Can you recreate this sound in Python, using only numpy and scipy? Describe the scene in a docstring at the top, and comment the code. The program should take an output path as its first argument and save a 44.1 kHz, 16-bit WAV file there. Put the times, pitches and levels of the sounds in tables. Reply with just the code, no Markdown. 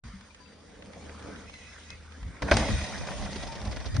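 """A dirt trail by a chairlift: a mountain bike rolls down, jumps, lands hard and leaves over stones.
Its tyres rumble and hiss, its pawls ring the hub, and impacts excite the resonances of its frame.
The lift hums, a cow's bell tinkles faintly, and wind buffets a phone's two microphone ports.
Two-row signals hold what the ports share, then what differs between them."""
import sys
import numpy as np
from scipy import signal
from scipy.fft import rfft, irfft, next_fast_len
from scipy.io import wavfile
from scipy.ndimage import uniform_filter1d, map_coordinates

SR = 44100
rng = np.random.default_rng(int(sys.argv[2]) if len(sys.argv) > 2 else 0)


def dump(signal):
    """Clip the signal to [-1, 1] and save it as 16-bit WAV at the path in sys.argv[1]."""
    limited = np.clip(np.atleast_2d(signal).T, -1, 1)
    pcm = np.round(limited * 32767).astype(np.int16)
    wavfile.write(sys.argv[1], SR, pcm)


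N = 176400
PASS_S = 2.5  # the bike passes and the phone swings after it

# Spectrum of cracks and crunches. Each row: frequency in Hz, gain in dB.
CRACK_SPECTRUM = [(300, 10), (1500, -3), (3000, -2), (5000, 0), (7500, -11.5), (10300, -16)]


def amp(db):
    return 10 ** (np.asarray(db) / 20)


def unit(x):
    return x / np.sqrt(np.mean(x ** 2) + 1e-20)


def along(points, hz):
    """Interpolate (Hz, value) points on a log frequency axis."""
    f, v = np.transpose(points)
    return np.interp(np.log(hz + 1), np.log(f + 1), v)


def curves(rows):
    """One value per sample for each column after the time."""
    times, *columns = np.transpose(rows)
    return [np.interp(np.arange(N) / SR, times, c) for c in columns]


def wobble(rate):
    """A smooth random curve with rate knots a second."""
    return map_coordinates(rng.standard_normal(int(N * rate / SR) + 4), [np.arange(N) * rate / SR])


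def filtered(x, response):
    """Multiply the spectrum of x by a frequency response."""
    size = next_fast_len(N + SR // 2)
    return irfft(rfft(x, size) * response(np.fft.rfftfreq(size, 1 / SR)), size)[..., :N]


def colour(points):
    return lambda hz: amp(along(points, hz))


def resonances(modes):
    """Superposed damped modes of alternating sign."""
    return lambda f: sum((-1) ** k * amp(db) * 1j * f * width / (hz * hz - f * f + 1j * f * width)
                         for k, (hz, width, db) in enumerate(modes))


def patchy(depth_db):
    """Two independent noises sharing patches of random gain in time and frequency."""
    spectra = signal.stft(rng.standard_normal((2, N)), nperseg=512)[2]
    patches = uniform_filter1d(uniform_filter1d(rng.standard_normal(spectra.shape[1:]), 5, 0), 8, 1)
    return signal.istft(spectra * amp(depth_db * unit(patches)), nperseg=512)[1][:, :N]


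def damped_sine(t, hz, db, t60, rise_s):
    """Free vibration of one mode, with a soft onset."""
    return amp(db - 60 * t / t60) * np.sin(2 * np.pi * hz * t) * (1 - np.exp(-t / rise_s))


def add(out, start, x):
    i = round(start * SR)
    out[..., i:i + x.shape[-1]] += x[..., :N - i]


def landing():
    """Impact excitation: each blow cracks, rings the frame and thumps the tyre; bumps rattle the frame."""
    # Each row: start in seconds, crack, knock and thump levels in dB, decay scale in seconds.
    blows = [(2.421, -15.5, -29, -22, 0.046), (2.4815, -37.5, -29.5, -41.5, 0.02),
             (2.512, -6, -13.5, -14, 0.082), (2.5682, -5, -28, -21.5, 0.041),
             (2.6595, -33.5, -55, -35, 0.033), (2.6833, -47, -32.5, -33, 0.091)]
    # Each row: start in seconds, level in dB.
    rattles = [(2.813, -28.5), (2.88, -42.5), (2.937, -29.5), (2.982, -37), (3.009, -31.5), (3.073, -31.5),
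               (3.084, -26), (3.115, -30), (3.225, -34.5), (3.261, -29.5), (3.43, -37), (3.623, -32.5),
               (3.652, -40.5), (3.672, -34.5), (3.726, -31.5), (3.768, -28.5), (3.812, -35.5),
               (3.844, -31.5), (3.949, -32)]
    # Each row: frequency in Hz, bandwidth in Hz, gain in dB.
    frame_modes = [(340.8, 47.5, 3.5), (521.4, 66.5, 5.5), (660.4, 121, 7), (1095.7, 130.5, 1.5),
                   (1453, 133, -1), (1672, 145, 1.5), (1968, 172, -0.5), (2508, 124, 0), (3142, 76, -10.5)]
    crack, knock, thump = np.zeros((2, N)), np.zeros((2, N)), np.zeros(N)
    t = np.arange(SR // 3) / SR
    for start, crack_db, knock_db, thump_db, decay in blows:
        noise = rng.standard_normal((4, len(t))) * (1 - np.exp(-t / 0.00022))
        crack_fade = amp(-60 * t / (decay * 1.71)) + 0.49 * amp(-60 * t / 0.016)
        knock_fade = amp(-60 * np.maximum(t - .007, 0) / (decay * 0.52))
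        add(crack, start, noise[:2] * amp(crack_db - 13) * crack_fade)
        add(knock, start, noise[2:] * amp(knock_db + 10.5) * knock_fade)
        add(thump, start, damped_sine(t, hz=61.75, db=thump_db + 2, t60=0.19, rise_s=0.0063))
    for start, db in rattles:
        add(knock, start, rng.standard_normal((2, len(t))) * amp(db + 6 - 60 * t / 0.0335))
    broad_mode = resonances([(1500, 2200, 0)])
    frame = filtered(knock, lambda f: resonances(frame_modes)(f) + 0.136 * broad_mode(f))
    return filtered(crack, colour(CRACK_SPECTRUM)) + frame * [[1], [.45]] + thump * [[1], [.3]]


def tyres():
    """Rolling noise: bumps modulate the rumble of knobbly tyres, the tread's roar and the grit's hiss."""
    # Each row: time in seconds, rumble, grit and roar levels in dB.
    approach = [(0.04, -63, -58, -52), (0.142, -67, -59.5, -58.5), (0.28, -61, -61.5, -59.5),
                (0.522, -58.5, -63, -62.5), (0.786, -52.5, -62, -59.5), (0.996, -49.5, -57.5, -56),
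                (1.178, -49, -57, -50), (1.296, -44, -56, -49), (1.384, -48.5, -55.5, -53.5),
                (1.46, -49, -56, -53.5)]
    flight = [(1.5, -54, -56, -67), (1.72, -62, -56, -56.5), (1.77, -60, -55.5, -54),
              (1.82, -61.5, -55, -61.5), (1.946, -61, -60, -58), (2.232, -56.5, -59.5, -58.5),
              (2.41, -57, -61.5, -50.5)]
    away = [(2.43, -35.5, -53, -45), (2.478, -38.5, -48, -43), (2.542, -34, -47, -34.5),
            (2.596, -27.5, -36, -33.5), (2.656, -33.5, -41.5, -43), (2.788, -42, -42, -47.5),
            (3.002, -43.5, -48, -47.5), (3.182, -40.5, -47, -51.5), (3.392, -46, -48, -52.5),
            (3.672, -42.5, -53, -52), (3.828, -45.5, -53, -55.5), (3.93, -53, -57, -52),
            (4.0, -49, -69.5, -58)]
    # Spectra. Each row: frequency in Hz, gain in dB.
    rumble_coming = [(65, -18.5), (110, -6), (134, -10), (204, 0), (242, -6.5), (296, -4), (347, -14),
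                     (384, -10), (483, -5), (781, -15), (1200, -25), (1560, -57), (2640, -120)]
    rumble_going = [(76, -41.5), (130, -1.5), (172, -7.5), (209, 4), (242, -8), (281, -7.5), (368, -16),
                    (609, -3.5), (662, -5.5), (891, -12.5), (1200, -17), (1560, -59), (2640, -120)]
    tread_spectrum = [(500, -25.5), (900, -3.5), (1500, 0), (2400, -5), (2800, -31)]
    grit_spectrum = [(500, 0.5), (1000, -4), (2400, 1.5), (2800, 2), (3700, 2.5), (4350, -0.5), (5000, 1),
                     (6000, -1), (7000, 0), (9400, -5)]
    rumble_db, grit_db, roar_db = curves([*approach, *flight, *away])
    passed = np.arange(N) / SR > PASS_S
    bumps_db = 0.95 * wobble(24.908)
    coming = unit(filtered(patchy(1.95), colour(rumble_coming))) * amp([[0], [-1]])
    going = unit(filtered(patchy(1.95), colour(rumble_going))) * amp([[0], [-8]])
    rumble = np.where(passed, going, coming) * amp(rumble_db + 2 + bumps_db)
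    roar = unit(filtered(patchy(4.01), colour(tread_spectrum))) * amp(roar_db + 0.311 * bumps_db)
    roar[1] *= amp(-19 * passed)  # more central once the phone has swung
    grains = amp(3.48 * rng.standard_normal(N) + 0.62 * wobble(120))
    grit = unit(filtered(patchy(2.28) * grains, colour(grit_spectrum)))
    return rumble + roar + grit * amp(grit_db + 4 + 0.706 * bumps_db)


def freewheel():
    """Forced resonance: pawl clicks, dense as noise, ring the hub; Doppler shift lowers the pitch."""
    # Each row: time in seconds, level in dB.
    whirr_levels = [(.04, -72.5), (1.0, -77.5), (1.46, -58), (1.487, -48.5), (1.515, -63), (1.54, -48),
                    (1.65, -54), (1.74, -47), (1.775, -75.5), (1.81, -59.5), (1.92, -47.5), (1.95, -54.5),
                    (1.98, -75.5), (2.4, -80.5), (2.58, -39.5), (2.75, -42), (3.0, -47.5), (3.2, -53.5),
                    (3.35, -48.5), (3.65, -56), (4.0, -52)]
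    # Each row: frequency in Hz, bandwidth in Hz, gain in dB.
    hub_modes = [(1608, 100, -15.5), (1913.5, 103.5, -1.5), (2071.6, 104, -5.5), (2453, 113, -5.5),
                 (3245, 92, -15.5), (3811.4, 54, -12), (5020, 55, -13), (5414, 70, -18.5), (5929, 98, -12),
                 (6483, 70, -17)]
    take_off_s, pass_width_s, bright_db_per_octave = 1.5, 0.4, 3.5
    whirr_db, = curves(whirr_levels)
    t = np.arange(N) / SR
    ring = np.zeros((2, N))
    for hz, width, db in hub_modes:
        mode = unit(filtered(rng.standard_normal((2, N)), lambda f: resonances([(hz, width, 0)])(f) ** 2))
        tilt_db = bright_db_per_octave * np.log2(hz / 2000) * (t > PASS_S)
        ring += mode * amp(db + tilt_db + 3.33 * wobble(18) + 2.01 * wobble(80))
    sag = .04 * (t - take_off_s - .25) * (t > take_off_s) * (t < PASS_S)  # the wheel spins free
    doppler = 0.027 * np.tanh((t - PASS_S) / pass_width_s)
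    position = np.cumsum(1 + .02 * wobble(11) - sag - doppler)
    return unit(np.array([map_coordinates(r, [position], mode="mirror") for r in ring])) * amp(whirr_db)


def stones():
    """Contact noise: single stones tick, and loose ones crunch under a wheel."""
    # Each row: start in seconds, level in dB, the low knock's offset and its port difference in dB.
    ticks = [(0.2096, -49.5, -1.5, 1), (0.3466, -46, -14, 17), (0.8232, -53, 4, 6.5),
             (0.9339, -45.5, -7, 4.5), (1.0953, -55, 8.5, -2), (1.1946, -52.5, 0, 5),
             (1.2245, -60.5, 11.5, 0), (1.3599, -51, -4, 13.5), (1.4495, -52, -14.5, 0.5),
             (1.496, -52.5, -1, 13.5), (1.54, -46, -6.5, 12.5), (1.9037, -31, -21, 13.5),
             (2.1216, -46.5, -9.5, 10.5), (2.2294, -52, 2.5, 5), (3.9662, -23, -11.5, -8)]
    # Each row: start in seconds, level in dB, length in seconds.
    crunches = [(2.5349, -18.5, 0.0199), (2.824, -40.5, 0.0092), (2.915, -48, 0.015), (2.979, -29, 0.013),
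                (3.0139, -37, 0.037), (3.071, -28, 0.012), (3.1075, -33, 0.012), (3.221, -31, 0.029),
                (3.25, -27, 0.013), (3.317, -31.5, 0.03), (3.3592, -24.5, 0.0142), (3.426, -26.5, 0.0206),
                (3.4675, -30, 0.0215), (3.521, -30.5, 0.0193), (3.5527, -30.5, 0.017),
                (3.618, -24.5, 0.00277), (3.65, -27, 0.0151), (3.673, -34, 0.0114), (3.7111, -29, 0.0344),
                (3.7628, -27, 0.0126), (3.8022, -31.5, 0.0146), (3.856, -26.5, 0.0236),
                (3.9442, -29.5, 0.0165), (3.9628, -27.5, 0.00794)]
    high, low, crunch = np.zeros((3, 2, N))
    t = np.arange(2048) / SR
    for start, db, low_db, side_db in ticks:
        noise = rng.standard_normal((4, len(t))) * amp(db) * amp([[0], [-1.5], [0], [side_db]])
        add(high, start, noise[:2] * amp(5 - 60 * t / 0.0165))
        add(low, start, noise[2:] * amp(low_db + 16.5 - 60 * t / 0.0322))
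    for start, db, length in crunches:
        age = t / max(length, .003) * 3
        noise = rng.standard_normal((3, len(t)))
        grains = amp(db - 1.5 + 6.77 * noise[2])
        add(crunch, start - .002, noise[:2] * grains * age * np.exp(-age))
    return (filtered(high, resonances([(4520, 1880, 0.0012)]))
            + filtered(low, lambda f: resonances([(1300, 2200, 0)])(f) ** 2)
            + filtered(crunch, colour(CRACK_SPECTRUM)) * [[1], [.7]])


def snaps():
    """Brief transients have broad spectra: bright snaps, perhaps the chain slapping."""
    # Each row: start in seconds, level in dB.
    bursts = [(0.859, -37.5), (2.4984, -30.5), (2.5691, -10.5), (2.5844, -20), (2.742, -33.5),
              (3.653, -33.5), (3.71, -45)]
    # Each row: frequency in Hz, gain in dB.
    spectrum = [(900, -25), (1900, -0.5), (5000, -8), (10300, -8.5)]
    out, rise_s = np.zeros(N), 0.000698
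    age = np.arange(1024) / SR / rise_s
    for start, db in bursts:
        add(out, start, rng.standard_normal(len(age)) * amp(db) * age * np.exp(1 - age))
    return filtered(out, colour(spectrum))


def thuds():
    """Damped low modes sound as soft hollow thuds."""
    # Each row: start in seconds, frequency in Hz, level in dB.
    hits = [(0.041, 230.8, -40.5), (0.135, 192.8, -33.5), (0.21, 220.6, -45.5), (2.441, 231, -39.5),
            (2.528, 225.4, -20.5), (2.53, 99.4, -15), (2.545, 147.5, -23), (3.656, 193, -34),
            (3.919, 97.8, -21.5), (3.951, 104.9, -19), (3.988, 87.2, -11.5)]
    out, t = np.zeros(N), np.arange(SR // 5) / SR
    for start, hz, db in hits:
        add(out, start, damped_sine(t, hz, db, t60=0.216, rise_s=0.00617))
    return out * [[1], [.6]]


def wind():
    """Turbulent pressure buffets the ports; its lowest frequencies press both alike."""
    # Each row: time in seconds, level in dB, port difference in dB.
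    gusts = [(0.04, -43, -18), (0.46, -65.5, -1.5), (0.52, -59, -18.5), (0.94, -59, 4.5), (1.09, -54.5, -3),
             (1.85, -61, 0.5), (1.93, -49.5, -5), (2.18, -63, 3.5), (2.23, -42, -4.5), (2.31, -37.5, -8.5),
             (2.34, -48, 1.5), (2.41, -76.5, -9), (2.43, -24.5, -13), (2.5, -45.5, -7.5), (2.53, -35, -7),
             (2.58, -30.5, -7.5), (2.61, -28.5, -12.5), (2.68, -34, 1.5), (2.71, -25, 5.5),
             (2.84, -31.5, -7.5), (2.87, -46, 13.5), (3.0, -43, 15.5), (3.06, -66.5, 36),
             (3.19, -40.5, 8.5), (3.59, -44, 11.5), (3.63, -37.5, 1), (3.68, -28, -3), (3.7, -39.5, 12),
             (3.77, -37, 9), (3.86, -38.5, 14.5), (3.92, -34, 9), (4.0, -22, -3.5)]
    # Each row: frequency in Hz, gain in dB.
    spectrum = [(22, -32), (40, -3), (60, 0.5), (100, -9), (140, -15.5), (300, -28), (600, -58)]
    alike_below_hz = 89
    db, side_db = curves(gusts)
    pressure = filtered(patchy(1.26), lambda f: colour(spectrum)(f)
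                        * [np.ones_like(f), 2.45 * f ** 2 / (f ** 2 + alike_below_hz ** 2)])
    return unit(pressure * amp(2.37 * wobble(12))) * amp([db, db + side_db]) * amp(1.75)


def chairlift():
    """Machine vibration: the drive hums one low tone of unsteady pitch and level."""
    # Each row: time in seconds, frequency in Hz, level in dB.
    hum = [(0.04, 77.21, -58.5), (0.97, 81.5, -51), (1.06, 77.42, -42.5), (1.6, 79.48, -51),
           (2.12, 77.9, -41), (2.28, 72.0, -45), (2.4, 72.52, -47)]
    hz, db = curves(hum)
    return amp(db - 1.5 + 1.2 * wobble(7.1)) * np.sin(2 * np.pi * np.cumsum(hz) / SR) * [[1], [.3]]


def bell_and_pings():
    """Struck metal rings in decaying modes: a far cow's bell and a few short pings."""
    # Each row: start in seconds, levels of the low and high modes in dB.
    bell_hits = [(.04, -61, -61), (0.401, -52.5, -58.5), (1.08, -78.5, -62)]
    # Each row: frequency in Hz, 60 dB decay time in seconds.
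    bell_modes = [(1000, 0.33), (4670, 1.3)]
    # Each row: start in seconds, frequency in Hz, level in dB, 60 dB decay time in seconds.
    pings = [(.305, 2400, -48, .06), (.458, 2650, -50, .06), (3.27, 911, -45, .35), (3.485, 911, -39, .7),
             (2.725, 3690, -43, .35)]
    out, t = np.zeros(N), np.arange(SR // 2) / SR
    for start, *levels in bell_hits:
        for (hz, t60), db in zip(bell_modes, levels):
            add(out, start, damped_sine(t, hz, db, t60, rise_s=0.00077))
    for start, hz, db, t60 in pings:
        add(out, start, damped_sine(t, hz, db, t60, rise_s=0.00077))
    return out * [[1], [1.5]]


def scene():
    """Superposition: the sources add as mid and side, weighted by frequency, to give left and right."""
    # Each row: frequency in Hz, difference over sum of the ports in dB.
    port_balance = [(60, -8), (200, -10.5), (600, -3), (1500, -13.5), (2600, -0.5), (5200, -5), (6700, 0.5),
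                    (7200, 27), (8000, 40.5), (8500, 2.5), (10300, -0.5)]
    impacts = landing()
    pair = tyres() + freewheel() + impacts + thuds() + stones() + bell_and_pings() + chairlift() + wind()
    angle = lambda hz: np.arctan(colour(port_balance)(hz))
    mid, side = filtered(pair, lambda hz: np.array([np.cos(angle(hz)), np.sin(angle(hz))]))
    mid += amp(-17.5) * impacts[0] + snaps()  # these reach both ports together
    return np.array([mid + side, mid - side]) * amp([[-.3], [.3]])


def record(dry):
    """Band limiting: the phone opens a moment late and cuts the deepest bass and top treble."""
    # Each row: frequency in Hz, gain in dB.
    treble_rolloff = [(9300, -1), (9700, -6.5), (10000, -17), (10300, -30)]
    open_s, low_hz, top_hz = 0.0375, 25, 10300
    gate = np.clip((np.arange(N) / SR - open_s) / 0.00071, 0, 1)
    return filtered(dry * gate, lambda hz: (hz < top_hz) * colour(treble_rolloff)(hz)
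                    * hz ** 2 / (hz ** 2 + low_hz ** 2))


dry = scene()
out = record(dry)
dump(out)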